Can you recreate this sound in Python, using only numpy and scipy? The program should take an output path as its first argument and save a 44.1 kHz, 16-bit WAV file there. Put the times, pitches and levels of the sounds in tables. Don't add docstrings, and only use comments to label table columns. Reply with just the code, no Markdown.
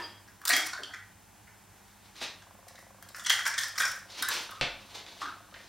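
import sys
import numpy as np
from scipy import signal
from scipy.fft import rfft, irfft, next_fast_len
from scipy.io import wavfile
from scipy.ndimage import uniform_filter1d, map_coordinates

SR = 44100
rng = np.random.default_rng(int(sys.argv[2]) if len(sys.argv) > 2 else 0)


def dump(signal):
    limited = np.clip(np.atleast_2d(signal).T, -1, 1)
    pcm = np.round(limited * 32767).astype(np.int16)
    wavfile.write(sys.argv[1], SR, pcm)


def volts_from_db(level):
    exponent = np.asarray(level, float) / 20
    return 10 ** exponent


N = 250488

# freq_hz, side_re_mid_db
ROOM_SIDE = [(60, -23), (200, -10), (700, -12), (1300, -15.5), (4400, -15.5), (6000, -7.5), (8100, 3),
             (11000, -3), (13000, -18)]


def unit(x):
    return x / np.sqrt(np.mean(x ** 2) + 1e-20)


def top(x):
    return x / np.abs(x).max()


def along(points, hz):
    f, v = np.transpose(points)
    return np.interp(np.log(hz + 1), np.log(f + 1), v)


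def wobble(rate, size=N):
    knots = rng.standard_normal(int(size * rate / SR) + 4)
    return map_coordinates(knots, [np.arange(size) * rate / SR])


def filtered(x, response):
    m = next_fast_len(x.shape[-1] + 4096)
    spectrum = rfft(x, m) * response(np.fft.rfftfreq(m, 1 / SR))
    return irfft(spectrum, m)[..., :x.shape[-1]]


def peak(hz, width_hz):
    return lambda f: 1j * f * width_hz / (hz * hz - f * f + 1j * f * width_hz)


def dull(hz):
    return lambda f: 1 / (1 + 1.4j * f / hz - (f / hz) ** 2)


def grit(size, spread_db):
    return unit(rng.standard_normal(size) * volts_from_db(min(spread_db, 5) * rng.standard_normal(size)))


def swells(rows):
    s, db, rise_s, fade_s = np.transpose(rows)[:, :, None]
    late_s = np.arange(N) / SR - s
    return volts_from_db(db + 20 * np.where(late_s < 0, late_s / rise_s, -late_s / fade_s)).max(axis=0)


def add(track, s, x):
    track[round(s * SR):][:len(x)] += x


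def shell():
    # start_s, peak_db, plate_ring_db, brightness_db
    large = [(.415, -40, -6, -3), (.5164, -21, -15, -16), (.5331, -18, 4, -6), (.5651, -17, -1.5, 3),
             (.5893, -26, -10, -3), (.6192, -33, 3, -15), (.8337, -43, 13, 1), (.9374, -28, -9, -22),
             (2.155, -50.5, 1, -13), (2.4219, -47.5, 1, -8), (3.026, -42, -1.5, 6), (3.1966, -35, 0.5, -16),
             (3.2474, -36, 3, -27), (3.263, -22, 4, -25), (3.2975, -22, 11, 7), (3.3021, -14, 1.5, -12),
             (3.3284, -22, -16, -19), (3.3896, -21.5, -8, -30), (3.4533, -20.5, -4.5, -27),
             (3.5399, -25, -2, -10), (3.5801, -19.5, 2, -26), (3.7572, -32, -1.5, -20),
             (3.8036, -19, -3, -30), (3.82, -21.5, -25, -25), (3.8343, -28, .5, -27)]
    middle = [
        (.4925, -18.5, -3, 7),
        (.503, -12, -4, -10),
        (.7322, -25.5, -4.5, -23),
        (1.4726, -45.5, -18, -18),
        (2.6814, -48, 3, 5),
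        (2.755, -46.5, 2.5, -2),
        (4.2236, -24, -2, 7),
        (4.2871, -23, -18, 5.5),
        (5.2158, -26, -11, -29),
    ]
    small = [(.2784, -45.5, -4, -9), (.454, -29, -1.5, 11), (.4758, -28, 5, 6), (.48, -27.5, 2, 13),
             (.6694, -31, -2, 3), (2.7806, -43.5, -20, -17), (3.0883, -50.5, 5, 13), (3.1468, -33, -4, -14),
             (3.464, -18, -3.5, -29), (3.6323, -24, 1.5, -19), (3.7799, -21, 0.5, -3),
             (3.8526, -21, .5, -27), (4.0997, -52, 7, -18), (4.2328, -25, -8, -5), (4.51, -42, -4, 5)]
    # time_s, hollow_hz
    cavity = [(.28, 1590), (.455, 1400), (.495, 1600), (.517, 2150), (.567, 2050), (.62, 1750), (.67, 1470),
              (.83, 1560), (.94, 1800), (2.16, 2100), (2.42, 1550), (2.78, 1900), (3.12, 1650),
              (3.24, 1730), (3.46, 1620), (3.55, 1880), (3.64, 1680), (5.22, 1150)]
    # peak_s, peak_db, fade_20db_s
    crumble = [(.493, -25, .2), (.57, -25, .07), (.667, -29.5, .045), (2.688, -44, .04), (2.784, -49, .14),
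               (3.16, -41, .3), (3.308, -25, .115), (3.468, -29, .06), (3.59, -24, .1), (3.788, -22.5, .11),
               (3.87, -34, .14), (4.32, -27, .12)]
    out, t = np.zeros(N + SR), np.arange(SR // 20) / SR
    for piece_hz, rows in ((3320, large), (4100, middle), (5250, small)):
        for s, db, ring_db, bright_db in rows:
            hollow_hz = np.interp(s, *np.transpose(cavity))
            ring_hz = piece_hz * (1 + .02 * rng.standard_normal())
            run = grit(size=len(t), spread_db=3) * t * np.exp(-t / 0.0036)
            run = run * volts_from_db(3.1 * wobble(470, size=len(t)))
            hollow = .16 * unit(filtered(run, lambda f: peak(hollow_hz, 3000)(f) * (
                peak(hollow_hz, 400)(f) + 0.5 * peak(hollow_hz, 1300)(f) ** 2)))
            plate = .15 * unit(filtered(run, lambda f: dull(11000)(f) * (
                peak(ring_hz, 400)(f) + 0.5 * peak(4800, 4500)(f) ** 2)))
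            snap = .125 * unit(filtered(run * np.exp(-t / .012), lambda f: peak(7500, 13000)(f) ** 2))
            fracture = hollow + volts_from_db(ring_db) * plate + volts_from_db(bright_db - .8) * snap
            add(out, s - .002, volts_from_db(db - 0.5) * fracture)
    crumbs = grit(size=N, spread_db=3.5) * volts_from_db(4.1 * wobble(120))
    crumbs = filtered(crumbs, lambda f: (
        1.3 * peak(7300, 11000)(f) ** 2 - 2.4 * peak(1650, 500)(f) ** 2
        + 1.8 * peak(5500, 1200)(f) + 1.1 * peak(2800, 1200)(f)))
    bouts = swells([(s, db, .018, fade_s) for s, db, fade_s in crumble])
    return out[:N] + volts_from_db(-9) * bouts * unit(crumbs)


def squeezes():
    # start_s, peak_db, hollow_hz
    presses = [(0.436, -37, 1300), (0.496, -23, 1610), (0.777, -29, 1530), (0.893, -41.5, 730),
               (0.906, -36, 1550), (3.169, -37, 1480), (3.909, -30, 1470), (3.949, -36, 1720),
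               (4.24, -26, 1480), (4.283, -24, 1550), (4.491, -34, 1350), (4.518, -33, 1196),
               (4.548, -40, 1270), (4.574, -38, 1220), (5.23, -26, 1200), (5.255, -26, 1375),
               (5.282, -31, 1380), (5.525, -44, 1300), (5.543, -36, 1600), (5.56, -38, 2000),
               (5.6, -46, 1850)]
    # start_s, peak_db, hollow_hz
    plops = [(.498, -23.5, 703), (.53, -30, 298), (0.535, -26, 700), (.565, -27, 800), (.575, -34, 330),
             (.64, -45, 308), (.79, -38, 560), (.797, -39, 380), (.81, -43, 280), (3.3, -41.5, 824),
             (3.66, -61, 55), (4.21, -39, 280), (4.35, -42, 286), (4.63, -33, 755), (4.85, -47, 278),
             (5.23, -38, 300), (5.27, -41, 330)]
    out, t = np.zeros(N + SR), np.arange(SR // 10) / SR
    for s, db, hollow_hz in [*presses, *plops]:
        run = rng.standard_normal(len(t)) * (t / .004) * np.exp(-t / 0.0035)
        tone = unit(filtered(run, lambda f: peak(hollow_hz, .23 * hollow_hz)(f) ** 2))
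        add(out, s - .002, volts_from_db(db - 5.5) * .15 * tone)
    return out[:N]


def rings():
    # start_s, mode_hz, peak_db, t60_s
    touches = [(.02, 4830, -40, 0.2), (.025, 5100, -45, 0.17), (.038, 3246, -44, 0.28),
               (.533, 3265, -32, 0.25), (.535, 5010, -40, 0.082), (.834, 3170, -26.5, 0.027),
               (.845, 3060, -47, 0.083), (3.248, 3300, -35, 0.24), (3.3, 3250, -12.5, 0.033),
               (3.31, 3330, -32, 0.31), (3.8, 1537, -21.5, 0.15), (3.8, 3724, -35, 0.19),
               (4.225, 3730, -28, .04), (4.226, 5200, -24, 0.02), (4.23, 1500, -27, 0.062),
               (4.287, 3950, -31, .04), (4.614, 3500, -33, 0.15), (5.217, 1255, -40, 0.34),
               (5.22, 1403, -39, 0.14)]
    out, t = np.zeros(N + SR), np.arange(SR // 2) / SR
    for s, hz, db, t60 in touches:
        drift_rad = np.cumsum(rng.standard_normal(len(t))) * 0.06
        envelope = volts_from_db(db - 60 * t / t60) * (1 - np.exp(-t / 0.0013))
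        add(out, s, envelope * np.sin(2 * np.pi * hz * t + drift_rad))
    return out[:N]


def worktop():
    # start_s, peak_db, boom_db, body_db, edge_db
    knocks = [
        (2.2155, -28.5, -33, -8, -25),
        (2.2263, -25, -41, -18, -26),
        (4.3674, -30, -35, -13, -26),
        (4.6115, -13.5, -26.5, -12, -42),
        (4.9516, -40, -35, -6, -26),
        (5.0648, -36, -40, -13, -28),
        (5.5416, -37, -31, -12, -32),
    ]
    # peak_s, peak_db, swell_20db_s, fade_20db_s
    strokes = [(1.88, -60, .07, .09), (2.054, -54, .075, .09), (2.164, -39.5, .025, .06),
               (2.228, -31.5, .05, .06), (4.132, -42.5, .075, .3), (4.2, -33, .1, .04),
               (4.332, -28, .07, .12), (4.52, -45, .05, .12), (4.8, -53, .1, .4), (4.94, -45, .15, .05),
               (4.954, -36, .03, .08), (5.072, -48, .05, .5), (5.22, -38, .035, .11), (5.6, -53, .2, .9)]
    # freq_hz, level_db
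    wood_tone = [(200, -45), (900, 2.5), (1500, -4), (4000, 3.5), (6500, -5), (12000, -59)]
    out, t = np.zeros(N + SR), np.arange(SR // 4) / SR
    for s, db, boom_db, body_db, edge_db in knocks:
        blow = rng.standard_normal(len(t)) * (1.2 * volts_from_db(-60 * t / 0.003) + 0.31 * volts_from_db(-60 * t / 0.16))
        slap = .055 * unit(filtered(blow, lambda f: (peak(3000, 3500)(f) - .5 * peak(1300, 900)(f))
                                    / (1 + 1.2j * f / 4800 - (f / 4800) ** 2) ** 2))
        body = top(filtered(blow, lambda f: peak(280, 60)(f) - peak(620, 220)(f)))
        boom = np.sin(2 * np.pi * 48 * t) + 1.2 * np.sin(2 * np.pi * 135 * t) * volts_from_db(-60 * t / 0.2)
        boom = volts_from_db(-60 * t / 0.39) * boom
        edge = top(filtered(blow, lambda f: peak(9000, 8000)(f) ** 2))
        knock = slap + volts_from_db(body_db) * body + volts_from_db(boom_db + 2) * boom + volts_from_db(edge_db + 8.5) * edge
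        add(out, s, volts_from_db(db) * knock)
    grains = grit(size=N, spread_db=2) * volts_from_db(2.7 * wobble(80))
    low = unit(filtered(grains, lambda f: peak(300, 120)(f) - peak(650, 300)(f)))
    high = unit(filtered(grains, lambda f: peak(9000, 8000)(f) ** 2))
    wood = unit(filtered(grains, lambda f: volts_from_db(along(wood_tone, f))))
    return out[:N] + volts_from_db(-5.5) * swells(strokes) * (wood + volts_from_db(-13) * low + volts_from_db(-15) * high)


def bowl():
    # mode_hz, level_db, t60_s
    modes = [(343, -9, 0.74), (944, -0.5, 0.35), (1280, -13, 0.54), (1780, -2, 0.41), (2350, -23, 0.35),
             (3246, -13, .3), (3930, -29, 0.36), (4145, -33, 3.5), (4920, -16, 0.35), (7095, -42, 0.87)]
    t = np.arange(N) / SR
    ring = np.zeros(N)
    for hz, db, t60 in modes:
        drift_rad = np.cumsum(rng.standard_normal(N)) * 0.062
        ring += volts_from_db(db - 60 * t / min(t60, .5)) * np.sin(2 * np.pi * hz * t + drift_rad)
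    wash = unit(filtered(rng.standard_normal(N), lambda f: peak(900, 2500)(f) ** 2)) * volts_from_db(-60 * t / 0.57)
    return volts_from_db(-38.5) * ring + volts_from_db(-42.5) * wash


def kitchen(x):
    # freq_hz, t60_s, level_db
    decay = [(150, 0.43, -3), (1500, .45, -0.5), (3500, 0.42, -1), (5980, 0.38, -2), (14100, 0.22, -8.5)]
    hz_at, t60_at, db_at = np.transpose(decay)
    out, step = np.zeros((2, N + SR)), SR // 8
    for start in range(0, N, step):
        hz, t, z = signal.stft(rng.standard_normal((2, SR // 2)), SR, nperseg=256)
        level_db = along(list(zip(hz_at, db_at)), hz)[:, None]
        t60_s = along(list(zip(hz_at, t60_at)), hz)[:, None]
        gain = volts_from_db(level_db - 60 * t / t60_s) * (1 - np.exp(-t / 0.0057))
        tail = signal.istft(z * gain, SR, nperseg=256)[1]
        wet = signal.fftconvolve(x[None, start:start + step], tail, axes=1)
        out[:, start:][:, :wet.shape[1]] += wet[:, :N + SR - start]
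    mid = out[0, :N]
    side = filtered(out[1, :N], lambda f: volts_from_db(along(ROOM_SIDE, f)))
    return np.array([mid + side, mid - side])


def motor():
    # mode_hz, width_hz, level_db
    casing_modes = [(539, 30.5, -4), (699, 32, -2), (1090, 163, -6.5)]
    shaft_hz, first_turn_s = 25.21, 2.509
    load = swells([(2.45, -63.5, .055, 60)])
    turns = (np.arange(N) / SR - first_turn_s) * shaft_hz
    knock = np.diff(np.floor(turns), prepend=0) * volts_from_db(1.5 * wobble(20))
    rattle = knock + .04 * rng.standard_normal(N) * np.exp(-(turns % 1) / .3)

    def casing(f):
        modes = sum((-1) ** k * volts_from_db(db) * peak(hz, width_hz)(f)
                    for k, (hz, width_hz, db) in enumerate(casing_modes))
        return modes / (1 + 1j * f / 1400) ** 2

    return load * unit(filtered(rattle * (turns > -3), casing))


def air():
    # freq_hz, density_db_per_hz
    hiss = [(12, -42), (20, -22), (68, -7.5), (101, -0.5), (127, -11), (204, -4), (255, -14), (293, -9.5),
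            (527, -17.5), (825, -8.5), (1290, -15.5), (1480, -13), (3840, -21.5), (7950, -22), (16000, -27)]
    # freq_hz, side_re_mid_db
    hiss_side = [(60, -17.5), (200, -8), (380, -4), (1200, -7), (2300, -13.5), (4400, -17.5), (5600, -2.5),
                 (8000, 1), (12500, -3), (14500, -11)]
    # freq_hz, rms_db
    mains = [(50, -74.5), (100, -69), (200, -77)]
    t = np.arange(N) / SR
    noise = rng.standard_normal((2, N))
    mid, side = filtered(noise, lambda f: volts_from_db(along(hiss, f) + [0 * f, along(hiss_side, f)]))
    gain = volts_from_db(-58.53 + 0.42 * wobble(13)) / np.std(mid)
    hum = np.zeros(N)
    for hz, db in mains:
        hum += volts_from_db(db + 3 + 1.5 * wobble(25)) * np.sin(2 * np.pi * hz * t + .5 * wobble(15))
    return gain * np.array([mid + side, mid - side]) + hum


def scene():
    work = shell() + squeezes() + rings() + worktop()
    lead = volts_from_db(-5) * filtered(work, lambda f: 1j * volts_from_db(along(ROOM_SIDE, f)))
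    direct = volts_from_db(-0.5) * np.array([work + lead, work - lead])
    return direct + volts_from_db(-29.5) * kitchen(work) + bowl() + motor() + air()


def top_cut(x):
    return signal.sosfilt(signal.butter(12, 16310, fs=SR, output="sos"), x)


def record(dry):
    # freq_hz, left_re_right_db
    lean = [(40, 0), (130, -4.5), (280, -2), (600, 2.5), (1200, 0)]
    left, right = filtered(dry, lambda f: volts_from_db(along(lean, f) * [[.5], [-.5]]) * (f < 15830))
    hz, _, z = signal.stft([left + right, left - right], SR, nperseg=2048)
    mid_power, side_power = uniform_filter1d(np.abs(z) ** 2, size=16, axis=1)
    z[1] *= (side_power > mid_power * volts_from_db(-19)) | (hz < 900)[:, None]
    mid, side = signal.istft(z, SR, nperseg=2048)[1][:, :N] / 2
    return top_cut(np.array([mid + side, mid - side]))


dry = scene()
out = record(dry)
dump(out)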